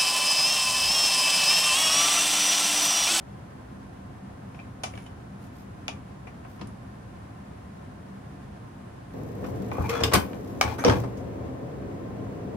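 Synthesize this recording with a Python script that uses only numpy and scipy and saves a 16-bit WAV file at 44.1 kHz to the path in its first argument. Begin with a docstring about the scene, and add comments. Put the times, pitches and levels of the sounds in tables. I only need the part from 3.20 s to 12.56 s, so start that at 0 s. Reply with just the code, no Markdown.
"""An extractor fan hums and hisses in a small kitchen, its air noise coloured by the hood.
With the microphone above an open, hinged metal sandwich pan, lettuce crackles under the fingers and
the pan rocks and ticks. Then, from the worktop, with the fan louder: the pan scrapes and squeals on the
grate of a tabletop gas burner, its lid clacks shut, the latch snaps, and it is set down with a boom."""
import sys
import numpy as np
from scipy import signal
from scipy.fft import rfft, irfft
from scipy.io import wavfile

SR = 44100
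rng = np.random.default_rng(int(sys.argv[2]) if len(sys.argv) > 2 else 0)


def master_out(mix):
    """Clip the mix to full scale and print it as 16-bit PCM to the path in sys.argv[1]."""
    frames = np.transpose(np.atleast_2d(mix))
    ceiling = np.clip(frames, -1, 1)
    pcm = np.round(ceiling * 32767).astype(np.int16)
    wavfile.write(sys.argv[1], SR, pcm)


N = 412776
TIME = np.arange(N) / SR
RING = np.arange(SR // 2) / SR  # time axis of one blow and its decay [s]
MOVE_S = 5.938  # the microphone goes from above the pan to the worktop
ABOVE_LEFT_DB, WORKTOP_LEFT_DB = 2, 2  # how far left the pan sits from each position

# stereo width of the kitchen (frequency [Hz], side minus mid [dB])
ROOM_WIDTH = [(60, -11), (200, -8), (400, 2.5), (900, -2), (3000, 1), (9000, 3.5), (13000, -18)]
# spectrum of a hard metal contact (frequency [Hz], relative level [dB])
HARD_CONTACT = [(60, -12), (250, -19.5), (600, -0.5), (1200, -1.5), (1700, -6), (2400, -6), (3200, -7),
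                (4200, -11), (5500, -9), (7500, -17.5), (10500, -19), (13000, -22.5), (16000, -35)]


def gain_of(db):
    """Decibels to amplitude."""
    return 10 ** (np.asarray(db) / 20)


def unit_rms(x):
    """Scaled to rms 1."""
    return x / np.sqrt(np.mean(x ** 2) + 1e-20)


def unit_blow(x):
    """Scaled to the energy of 10 ms at rms 1, in each channel on average."""
    return x * np.sqrt(SR / 100 / (np.mean(np.sum(x ** 2, -1)) + 1e-20))


def at_hz(points, hz):
    """Points joined by straight lines over log frequency."""
    f, value = np.transpose(points)
    return np.interp(np.log(hz + 1), np.log(f + 1), value)


def over_time(points):
    """Points joined by straight lines over time."""
    return np.interp(TIME, *np.transpose(points))


def panned(x, left_db):
    """Tips a sound to the left by a level difference."""
    return x * gain_of(np.array([[left_db], [-left_db]]) / 2)


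def add(mix, start_s, sound):
    """Mixes a sound in at its start time."""
    part = mix[:, round(start_s * SR):][:, :sound.shape[1]]
    part += sound[:, :part.shape[1]]


def noise(size, db_at=np.zeros_like, width=ROOM_WIDTH):
    """Stereo noise of a given spectrum and width."""
    hz = np.fft.rfftfreq(size, 1 / SR)
    mid, side = rfft(rng.standard_normal((2, size))) * gain_of(db_at(hz))
    side = side * gain_of(at_hz(width, hz))
    return unit_rms(irfft(np.array([mid + side, mid - side]), size))


def drift(rate_hz):
    """A random wander of rms 1, mostly slower than the given rate."""
    hz = np.fft.rfftfreq(N, 1 / SR)
    return unit_rms(irfft(rfft(rng.standard_normal(N)) * np.exp(-(hz / rate_hz) ** 2), N))


def click(db_at, size=2048):
    """The shortest causal pulse that has a given spectrum."""
    log_gain = np.log(gain_of(db_at(abs(np.fft.fftfreq(size, 1 / SR)))))
    return np.fft.ifft(np.exp(np.conj(signal.hilbert(log_gain)))).real


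def burst(decay_s):
    """A dying spray of tiny contacts."""
    return unit_blow(noise(len(RING)) * np.exp(-RING / decay_s))


def arch(start_s, length_s, level_db):
    """An envelope that swells and fades in one smooth arch."""
    return gain_of(level_db) * np.sin(np.pi * np.clip((TIME - start_s) / length_s, 0, 1))


def ring(modes, spread_db=3, apart_hz=700):
    """Dying modes; each blow weights them anew, and short waves reach the two channels out of step."""
    hz, db, t60 = np.transpose(modes)[:, :, None]
    weight, lag = rng.standard_normal((2, len(modes), 1))
    lag = lag * np.minimum(hz / apart_hz, 1)
    fade = gain_of(db + spread_db * weight - 60 * RING / np.clip(t60, .01, .6))
    return np.array([(fade * np.sin(2 * np.pi * hz * RING + side * lag)).sum(0) for side in (1, -1)])


def resonate(x, hz, width_hz):
    """A resonance that follows the curve hz."""
    turn = np.exp(2j * np.pi * np.cumsum(hz) / SR)
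    pole = np.exp(-np.pi * width_hz / SR)
    return (turn * signal.lfilter([1 - pole], [1, -pole], x / turn)).real


def kitchen(x, wet_db, rise_s=0.0018):
    """Adds the small room: a diffuse tail that builds up quickly and dies band by band."""
    # reverberation of the kitchen (frequency [Hz], t60 [s])
    decay_times = [(100, 0.59), (400, 0.28), (1200, 0.22), (4000, 0.18), (8000, 0.17), (15000, 0.28)]
    hz, t, bands = signal.stft(noise(len(RING)), SR, nperseg=256)
    bands = bands * gain_of(-60 * t / at_hz(decay_times, hz)[:, None])
    tail = signal.istft(bands, SR, nperseg=256)[1][:, :len(RING)]
    tail = tail * (1 - np.exp(-RING / rise_s))
    tail /= np.sqrt(np.sum(tail ** 2) / 2)
    return x + gain_of(wet_db) * signal.fftconvolve(x, tail, axes=1)[:, :x.shape[1]]


def hood_air(spectrum, width, level_db):
    """Steady air noise lifted by the hood's resonances, fluttering a little."""
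    # resonances of the fan and its hood (frequency [Hz], bandwidth [Hz], lift [dB])
    resonances = [(113.3, 14, 2.5), (196.4, 11.4, 8.5), (263.8, 27, 7), (333, 14, 3), (724, 40, 5),
                  (943, 11, 3), (1046.4, 29, 8.5), (1570, 57, 2.5), (1792, 50, 4)]

    def colour_db(hz):
        lift_db = sum(db / (1 + (2 * (hz - f) / band) ** 2) for f, band, db in resonances)
        return at_hz(spectrum, hz) + lift_db
    flutter_db = .35 * drift(rate_hz=14)
    return gain_of(level_db + flutter_db) * noise(N, colour_db, width)


def extractor_fan():
    """The fan's rush of air, picked up first from above the pan, then from the worktop."""
    # its spectrum at each position (frequency [Hz], relative level [dB])
    above_spectrum = [(38, -15), (64, -0.5), (110, 1), (190, -3.5), (300, -10.5), (440, -16), (700, -18),
                      (1400, -23), (2400, -31.5), (4200, -39.5), (8000, -45), (10200, -43.5), (11600, -50),
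                      (16000, -56)]
    worktop_spectrum = [(35, -19), (64, -2.5), (115, 3.5), (165, -2.5), (300, -4.5), (480, -5), (620, -10),
                        (800, -18.5), (1050, -21), (1400, -26.5), (2000, -30), (3500, -40), (7500, -49),
                        (13000, -52.5)]
    # its stereo width at each position (frequency [Hz], side minus mid [dB])
    above_width = [(60, -35), (130, -11.5), (270, -16.5), (400, 2), (700, 1.5), (3000, -1.5), (8000, 2),
                   (15000, -23)]
    worktop_width = [(60, -45), (110, -10), (200, -12), (380, -4.5), (700, 1), (4400, -0.5), (8100, 8.5),
                     (11000, -3), (15000, -28)]
    # its loudness at the worktop (time [s], level [dB])
    worktop_levels = [(5.94, -34.5), (6.15, -36), (6.35, -33.5), (7.3, -35), (8.1, -34.5), (9.36, -35)]
    above = hood_air(above_spectrum, above_width, level_db=-42)
    worktop = hood_air(worktop_spectrum, worktop_width, over_time(worktop_levels))
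    return np.where(TIME < MOVE_S, above, panned(worktop, left_db=1.1))


def lettuce(snaps_per_s=900, uneven_db=2.5):
    """Crisp leaves below the microphone give way under the fingers in tiny snaps of uneven size."""
    # presses of the fingers (start [s], length [s], level [dB])
    presses = [(1.3, .13, -74), (1.64, 0.27, -63), (2.18, .11, -69)]
    # a leaf snap as coloured by the microphone above the pan (frequency [Hz], relative level [dB])
    snap_at_mic = [(1000, -11), (2400, 5), (4000, -5), (7000, -4), (8300, -10), (9900, 2), (11500, -12),
                   (16000, -22)]
    snaps = rng.random(N) < snaps_per_s / SR
    sizes = gain_of(uneven_db * np.minimum(rng.exponential(1, N), 3))
    snap = click(lambda hz: at_hz(snap_at_mic, hz))
    crackle = unit_rms(signal.oaconvolve(snaps * sizes, snap)[:N])
    crackle *= sum(arch(*press) for press in presses)
    return kitchen(np.array([crackle, crackle]), wet_db=-1)


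def knock(contact, modes, level_db, treble_db, top_db, rattle_s, spot_hz, ring_db, clink_db):
    """A sharp contact and a dying chatter of loose parts ring the pan; the struck spot clinks."""
    treble_hz, top_hz = 2400, 8500
    spot_db, spot_octaves, clink_t60_s = 6.5, 0.43, 0.062
    ripple_hz = np.arange(0, SR / 2, 130)  # many short modes, weighted anew by each blow
    ripple_db = 2.5 * np.clip(rng.standard_normal(len(ripple_hz)), -2, 2)

    def hardness_db(hz):  # harder contacts reach higher
        return treble_db / (1 + (treble_hz / (hz + 1)) ** 3) + top_db / (1 + (top_hz / (hz + 1)) ** 6)

    def colour_db(hz):
        spot = spot_db * np.exp(-(np.log2((hz + 1) / spot_hz) / spot_octaves) ** 2)
        return at_hz(contact, hz) + hardness_db(hz) + spot + np.interp(hz, ripple_hz, ripple_db)
    # a longer rattle builds up more softly and holds more of the energy
    onset = 1 - np.exp(-RING / (rattle_s / 7))
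    contacts = (burst(decay_s=.0009) + np.sqrt(rattle_s / 0.0014) * burst(rattle_s)) * onset
    crack = unit_blow(signal.fftconvolve(contacts, click(colour_db)[None], axes=1)[:, :len(RING)])
    struck_modes = [(hz, db + hardness_db(hz), t60) for hz, db, t60 in modes]
    metal = gain_of(ring_db) * unit_blow(ring(struck_modes, spread_db=2.5) * onset)
    clink = gain_of(clink_db) * unit_blow(ring([(spot_hz, 0, clink_t60_s)]) * onset)
    sound = kitchen(crack + metal + clink, wet_db=-5.5)
    return gain_of(level_db) * np.array([unit_blow(channel) for channel in sound])


def open_pan_ticks(mix):
    """Heard from above, the open pan rocks and ticks as it is filled."""
    # light contacts (time [s], level [dB], treble [dB], top octave [dB], rattle decay [s],
    # spot resonance [Hz], pan ring over the crack [dB], spot clink over the crack [dB])
    ticks = [ (1.345, -50, -12, -6, .008, 2200, -14, -12), (1.390, -43.5, -17, -10, 0.0063, 2400, -14, 1),
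             (1.398, -49, -12, -12, .005, 2590, -14, -4), (1.6348, -28, 4, 1, .006, 741, -13, -4),
             (1.637, -33, -24, 0, .003, 830, -8, -3), (1.6405, -34, -2, 2, 0.0033, 2335, -10, -4),
             (1.656, -41.5, 8, -2, 0.013, 5600, -14, -16), (1.737, -46, -14, -6, .004, 2300, -12, -6),
             (1.752, -50, -11, -6, .004, 3200, -14, -10), (1.7755, -41.5, -11, -1, .004, 2300, -14, -8),
             (1.863, -46.5, -8, 2, .005, 2990, -12, -6), (2.6812, -28.5, 2, -4, .001, 2600, -22, -28),
             (2.686, -34.5, -20, 0, .004, 933, -3, -6), (3.069, -40, -22, 6, .013, 2420, -12, -16),
             (3.247, -42.5, -32, -4, .011, 2500, -14, -22), (3.393, -46, -17, 0, .006, 1200, -14, -16),
             (3.412, -39, -15, -5, 0.0066, 4300, -15, -20), (3.4717, -53.5, 18, 10, .004, 9400, -14, -10)]
    # a light contact as coloured by the microphone above the pan (frequency [Hz], relative level [dB])
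    contact_at_mic = [(60, -9), (300, -12), (700, 0.5), (1100, -0.5), (1600, -6), (2400, -4), (3300, -5.5),
                      (4100, -11.5), (5400, -8.5), (7200, -13), (8400, -21), (9900, -11), (11200, -22),
                      (12500, -33), (16000, -38)]
    # modes of the open pan (frequency [Hz], relative level [dB], t60 [s])
    open_modes = [(654, -3, .14), (730, -3, 0.16), (940, -4, .2), (1163, -0.5, .22), (2330, -10, .2),
                  (2770, -15, .2), (2950, -7, .11), (3405, -13, .2), (5200, -18, .12), (5835, -13, .16),
                  (7000, -11, .12), (9600, -16, .12)]
    for start_s, *tick in ticks:
        add(mix, start_s, panned(knock(contact_at_mic, open_modes, *tick), ABOVE_LEFT_DB))


def thump(level_db, push_hz, focus_db=9, rise_cycles=0.7, puff_db=-4):
    """A soft push gives a dull puff and rings the burner's modes near its own frequency."""
    # modes of the burner's case and grate (frequency [Hz], relative level [dB], t60 [s])
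    burner_modes = [(83.2, -3, 0.23), (109, 5.5, 0.12), (132, -10, 0.037), (199, -0.5, 0.19),
                    (261, -0.5, 0.1), (321, -4.5, 0.09), (398, -3.5, 0.06), (479.6, 2, 0.05),
                    (662, -12, 0.14)]

    def push_db(hz):
        return -np.minimum(focus_db * np.log2((hz + 1) / push_hz) ** 2, 80)
    body = unit_blow(ring([(hz, db + push_db(hz), t60) for hz, db, t60 in burner_modes], spread_db=1.5))
    puff = gain_of(puff_db) * unit_blow(noise(len(RING), push_db) * np.exp(-RING / 0.0078))
    onset = 1 - np.exp(-(RING * push_hz / rise_cycles) ** 2)
    sound = unit_blow(kitchen((body + puff) * onset, wet_db=-7.5))
    return panned(gain_of(level_db) * sound, left_db=2.5)


def pan_landings(mix, boom_hz=96.4, boom_lag_s=0.0039):
    """The pan's weight bumps the grate, then the burner's case gives way and booms."""
    # landings of the pan (time [s], bump level [dB], bump centre [Hz], boom level [dB])
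    landings = [(1.735, -40, 330, -36), (2.688, -39, 400, -50), (3.413, -33.5, 260, -38),
                (6.228, -29, 380, -36), (6.285, -32, 450, -28.5), (6.322, -35, 200, -35),
                (6.398, -29.5, 270, -38), (6.583, -25.5, 417, -25), (6.594, -37, 400, -19.5),
                (6.808, -26, 440, -21.5), (6.835, -24, 450, -26), (6.934, -17.5, 400, -19.5),
                (6.96, -16.5, 207, -32), (7.444, -32, 400, -22.5), (7.648, -12.5, 440, -32),
                (7.662, -14, 330, -25), (7.679, -14, 440, -15.5), (7.69, -23, 210, -23.5),
                (7.706, -23, 400, -38), (7.755, -26.5, 330, -25), (7.778, -28, 400, -26),
                (7.838, -29, 400, -29)]
    for start_s, bump_db, bump_hz, boom_db in landings:
        add(mix, start_s, thump(bump_db, bump_hz))
        add(mix, start_s + boom_lag_s, thump(boom_db, boom_hz))


def friction_hiss(grain_db=3.5):
    """A fine, grainy hiss of handling and of the pan sliding on the grate."""
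    # swells of the hiss (start [s], length [s], level [dB])
    swells = [(2.18, .11, -67), (2.31, .16, -65), (3.26, .14, -66), (6.255, 0.057, -60),
              (6.515, 0.31, -59.5), (7.46, .11, -57), (7.65, .2, -56.5)]
    # spectrum of the hiss (frequency [Hz], relative level [dB])
    hiss_spectrum = [(800, -21), (3000, 0), (6000, 0.5), (9000, -4.5), (13000, 3), (16000, -8)]
    long_swell = arch(start_s=5.5, length_s=2.75, level_db=-61.5) * (TIME > MOVE_S)
    envelope = sum(arch(*swell) for swell in swells) + long_swell
    grain = unit_rms(gain_of(grain_db * drift(rate_hz=120)))
    return envelope * grain * noise(N, lambda hz: at_hz(hiss_spectrum, hz))


def pan_clatter(mix):
    """Heard from the worktop, the pan knocks on the grate and its lid clacks shut."""
    # hard contacts (time [s], level [dB], treble [dB], top octave [dB], rattle decay [s],
    # spot resonance [Hz], pan ring over the crack [dB], spot clink over the crack [dB])
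    knocks = [ (6.241, -36, -19, 0, 0.014, 895, -14, -16), (6.515, -32.5, -25, -6, .003, 2400, -10, -9),
              (6.519, -34, -30, -6, .003, 1030, -12, 2), (6.553, -41, -28, 0, .003, 1120, -10, -3),
              (6.569, -37, -32, 0, .003, 1115, -10, -2), (6.583, -30, -36, 0, 0.0033, 1250, -12, -16),
              (6.607, -36, -36, 0, .003, 1130, -10, -2), (6.613, -35, -36, 0, 0.0027, 840, -12, -1),
              (6.641, -34.5, -33, 0, .004, 850, -10, 3), (6.692, -29.5, 6, 3, 0.012, 2100, -8, -10),
              (6.731, -33, -18, -4, .003, 1280, -3, -4), (6.804, -41, 5, 2, 0.0066, 5550, -12, -11),
              (6.8352, -18.5, 8, -4, 0.0058, 2900, -16, -26),
              (6.935, -13.5, -0.5, 6, 0.0086, 12000, -6.5, -13),
              (6.949, -15.5, -1.5, -8, .008, 1107, -6.5, -16),
              (7.132, -43.5, -16, -8, .003, 2380, -12, -14), (7.412, -24.5, 3, -4, .005, 2320, -16, -24),
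              (7.4255, -27, -7, 0, .004, 1250, -14, -12), (7.438, -25, -18, 0, .003, 850, -13, -12),
              (7.582, -29, -15, 11, 0.031, 1490, -17, -21), (7.639, -23.5, -18, 3, .003, 760, -16, -10),
              (7.648, -20.5, -2, -8, 0.0021, 5360, -12, -22),
              (7.6805, -21.5, -9, -8, 0.0069, 1000, -14, -14),
              (7.6964, -19.5, -9, -9, .005, 1550, -14, -12), (7.708, -29, -10, -6, .005, 800, -12, -12),
              (7.726, -34, -14, -4, .005, 850, -16, -14), (7.766, -38, -16, 2, .004, 1048, -14, -12),
              (7.834, -36, -14, 3, 0.013, 1050, -14, -14), (7.97, -52.5, 2, 4, 0.016, 6800, -14, -12)]
    # modes of the pan with its lid (frequency [Hz], relative level [dB], t60 [s])
    pan_modes = [(724, -5, 0.15), (885, -8, .2), (1107, 0, 0.28), (1503, 1, 0.15), (1642, -6, .17),
                 (2111, -4.5, 0.22), (2228, -1, .14), (2445, -8, .25), (3080, -2, .13), (4301, -15, .16),
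                 (4861, -8, .08), (5560, -17, .12), (11990, -2, .11), (13570, -12, .18)]
    for start_s, *hit in knocks:
        add(mix, start_s, panned(knock(HARD_CONTACT, pan_modes, *hit), WORKTOP_LEFT_DB))


def sliding_metal(slips, edge_db=-1.5, edge_wander=.025):
    """Slips ring the pan's body and its sliding edge, whose pitch shifts with the point of contact."""
    # resonances of the sliding pan (frequency [Hz], bandwidth [Hz], relative level [dB])
    resonances = [(842, 63, 4.5), (1105, 70, 1.5), (1440, 79, -7), (1720, 50, -9.5), (2080, 110, -8),
                  (2403, 37, -5), (3100, 32, -22), (4200, 120, -17), (5900, 34, -21.5), (6380, 64, -19)]
    # resonance of the edge (time [s], frequency [Hz])
    edge_pitch = [(6.52, 1010), (6.56, 1120), (6.62, 1120), (6.66, 915), (6.72, 1260), (6.77, 1400),
                  (6.82, 1110), (7.44, 900), (7.7, 854)]
    modes = [(hz, db, np.log(1000) / np.pi / band) for hz, band, db in resonances]
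    body = signal.oaconvolve(np.array([slips, slips]), ring(modes, spread_db=1.5), axes=1)[:, :N]
    edge_hz = over_time(edge_pitch) * (1 + edge_wander * drift(rate_hz=14))
    edge = resonate(slips, edge_hz, width_hz=62)
    return unit_rms(unit_rms(body) + gain_of(edge_db) * unit_rms(edge))


def sliding_grit(slips, scratch_s=0.0029, tilt_db=6.5):
    """Each slip leaves a brief scratch, duller than a hard knock."""
    envelope = signal.lfilter([1], [1, -np.exp(-1 / (scratch_s * SR))], abs(slips))
    dull_contact = click(lambda hz: at_hz(HARD_CONTACT, hz) - tilt_db * np.log2(1 + hz / 1500))
    return unit_rms(signal.oaconvolve(envelope * noise(N), dull_contact[None], axes=1)[:, :N])


def grate_groan(jitter=0.016, rough_db=3.5):
    """The rubbed grate groans at a wavering pitch."""
    # pitch of the grate (time [s], frequency [Hz])
    groan_pitch = [(6.68, 449.5), (6.73, 475.7), (6.78, 457), (6.81, 467.6), (6.85, 441), (6.93, 485),
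                   (7.65, 492)]
    hz = over_time(groan_pitch) * (1 + jitter * drift(rate_hz=81))
    return unit_rms(np.sin(2 * np.pi * np.cumsum(hz) / SR) * gain_of(rough_db * drift(rate_hz=31)))


def pan_scrape(slips_per_s=550, clump_db=3.0, rise_s=0.0087, coast_db_per_s=197):
    """The pan crosses the grate in uneven slips; each shove takes hold quickly, then coasts to rest."""
    # shoves (start [s], length [s], pan ring [dB], groan over the ring [dB], grit over the ring [dB])
    shoves = [(6.53, 0.15, -41.5, -12, -20), (6.687, 0.11, -35, 3, -6), (6.81, 0.032, -41, 8, 4),
              (6.912, 0.019, -30, -8, 0), (7.435, 0.058, -35.5, -21, -5), (7.648, 0.051, -30, -4, -3.5)]
    slips = (rng.random(N) < slips_per_s / SR) * rng.uniform(-0.93, 1, N)
    slips *= gain_of(clump_db * drift(rate_hz=13))
    metal, grit, groan = sliding_metal(slips), sliding_grit(slips), grate_groan()
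    sound = np.zeros((2, N))
    for start_s, length_s, level_db, groan_db, grit_db in shoves:
        t = TIME - start_s
        speed = np.clip(t / rise_s, 0, 1) * gain_of(-coast_db_per_s * np.clip(t - length_s, 0, 1))
        sound += gain_of(level_db) * speed * (metal + gain_of(grit_db) * grit + gain_of(groan_db) * groan)
    return panned(kitchen(sound, wet_db=-5.0), WORKTOP_LEFT_DB)


def pan_squeals(rough_db=2.5):
    """The sliding metal sticks and slips in brief, rough, gliding whistles."""
    # squeals (start [s], length [s], first pitch [Hz], last pitch [Hz], waver [share of pitch], level [dB])
    squeals = [(6.539, 0.062, 2450, 2420, .025, -54), (6.63, .055, 2380, 2370, .04, -45),
               (6.679, .045, 2110, 2110, .03, -46), (6.736, 0.076, 3380, 3410, .003, -44),
               (7.579, 0.069, 2250, 2380, .025, -49), (7.585, .03, 6250, 6280, .025, -49)]
    sound = np.zeros(N)
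    for start_s, length_s, first_hz, last_hz, waver, level_db in squeals:
        glide_hz = over_time([(start_s, first_hz), (start_s + length_s, last_hz)])
        hz = glide_hz * (1 + waver * drift(rate_hz=250))
        grip = gain_of(rough_db * drift(rate_hz=200))
        whistle = unit_rms(grip * np.sin(2 * np.pi * np.cumsum(hz) / SR))
        sound += arch(start_s, length_s, level_db) * whistle
    return kitchen(np.array([sound, sound]), wet_db=-2)


def latch(level_db, rise_s=0.0003, crack_db=-15):
    """The latch springs over its catch: a bright crack and one hard snap of short modes."""
    # modes of the latch (frequency [Hz], relative level [dB], t60 [s])
    latch_modes = [(783, 1.5, .024), (1213, 4, .022), (1560, 1.5, 0.015), (2274, 1, .022),
                   (2980, -4, 0.013), (3780, -6, .012), (4570, -9, 0.015), (5400, -3.5, .014),
                   (6150, -9, .014), (8600, -24, 0.023)]
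    snap = unit_blow(ring(latch_modes, spread_db=1.1) * (1 - np.exp(-RING / rise_s)))
    crack = gain_of(crack_db) * burst(decay_s=.0012)
    return gain_of(level_db) * unit_blow(kitchen(snap + crack, wet_db=-7))


def scene():
    """The fan from two microphone positions in turn, and everything the hands do with the pan."""
    mix = extractor_fan() + pan_scrape() + pan_squeals() + friction_hiss() + lettuce()
    open_pan_ticks(mix)
    pan_clatter(mix)
    pan_landings(mix)
    add(mix, start_s=7.4118, sound=panned(latch(level_db=-15), left_db=0.5))
    return mix


def record(dry, low_cut_hz=35, band_limit_hz=16000):
    """The microphone's bass roll-off and the recorder's band limit."""
    low_cut = signal.butter(2, low_cut_hz, "highpass", fs=SR, output="sos")
    band_limit = signal.firwin(511, band_limit_hz, window=("kaiser", 9), fs=SR)
    return signal.oaconvolve(signal.sosfilt(low_cut, dry), band_limit[None], "same")


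dry = scene()
out = record(dry)
master_out(out)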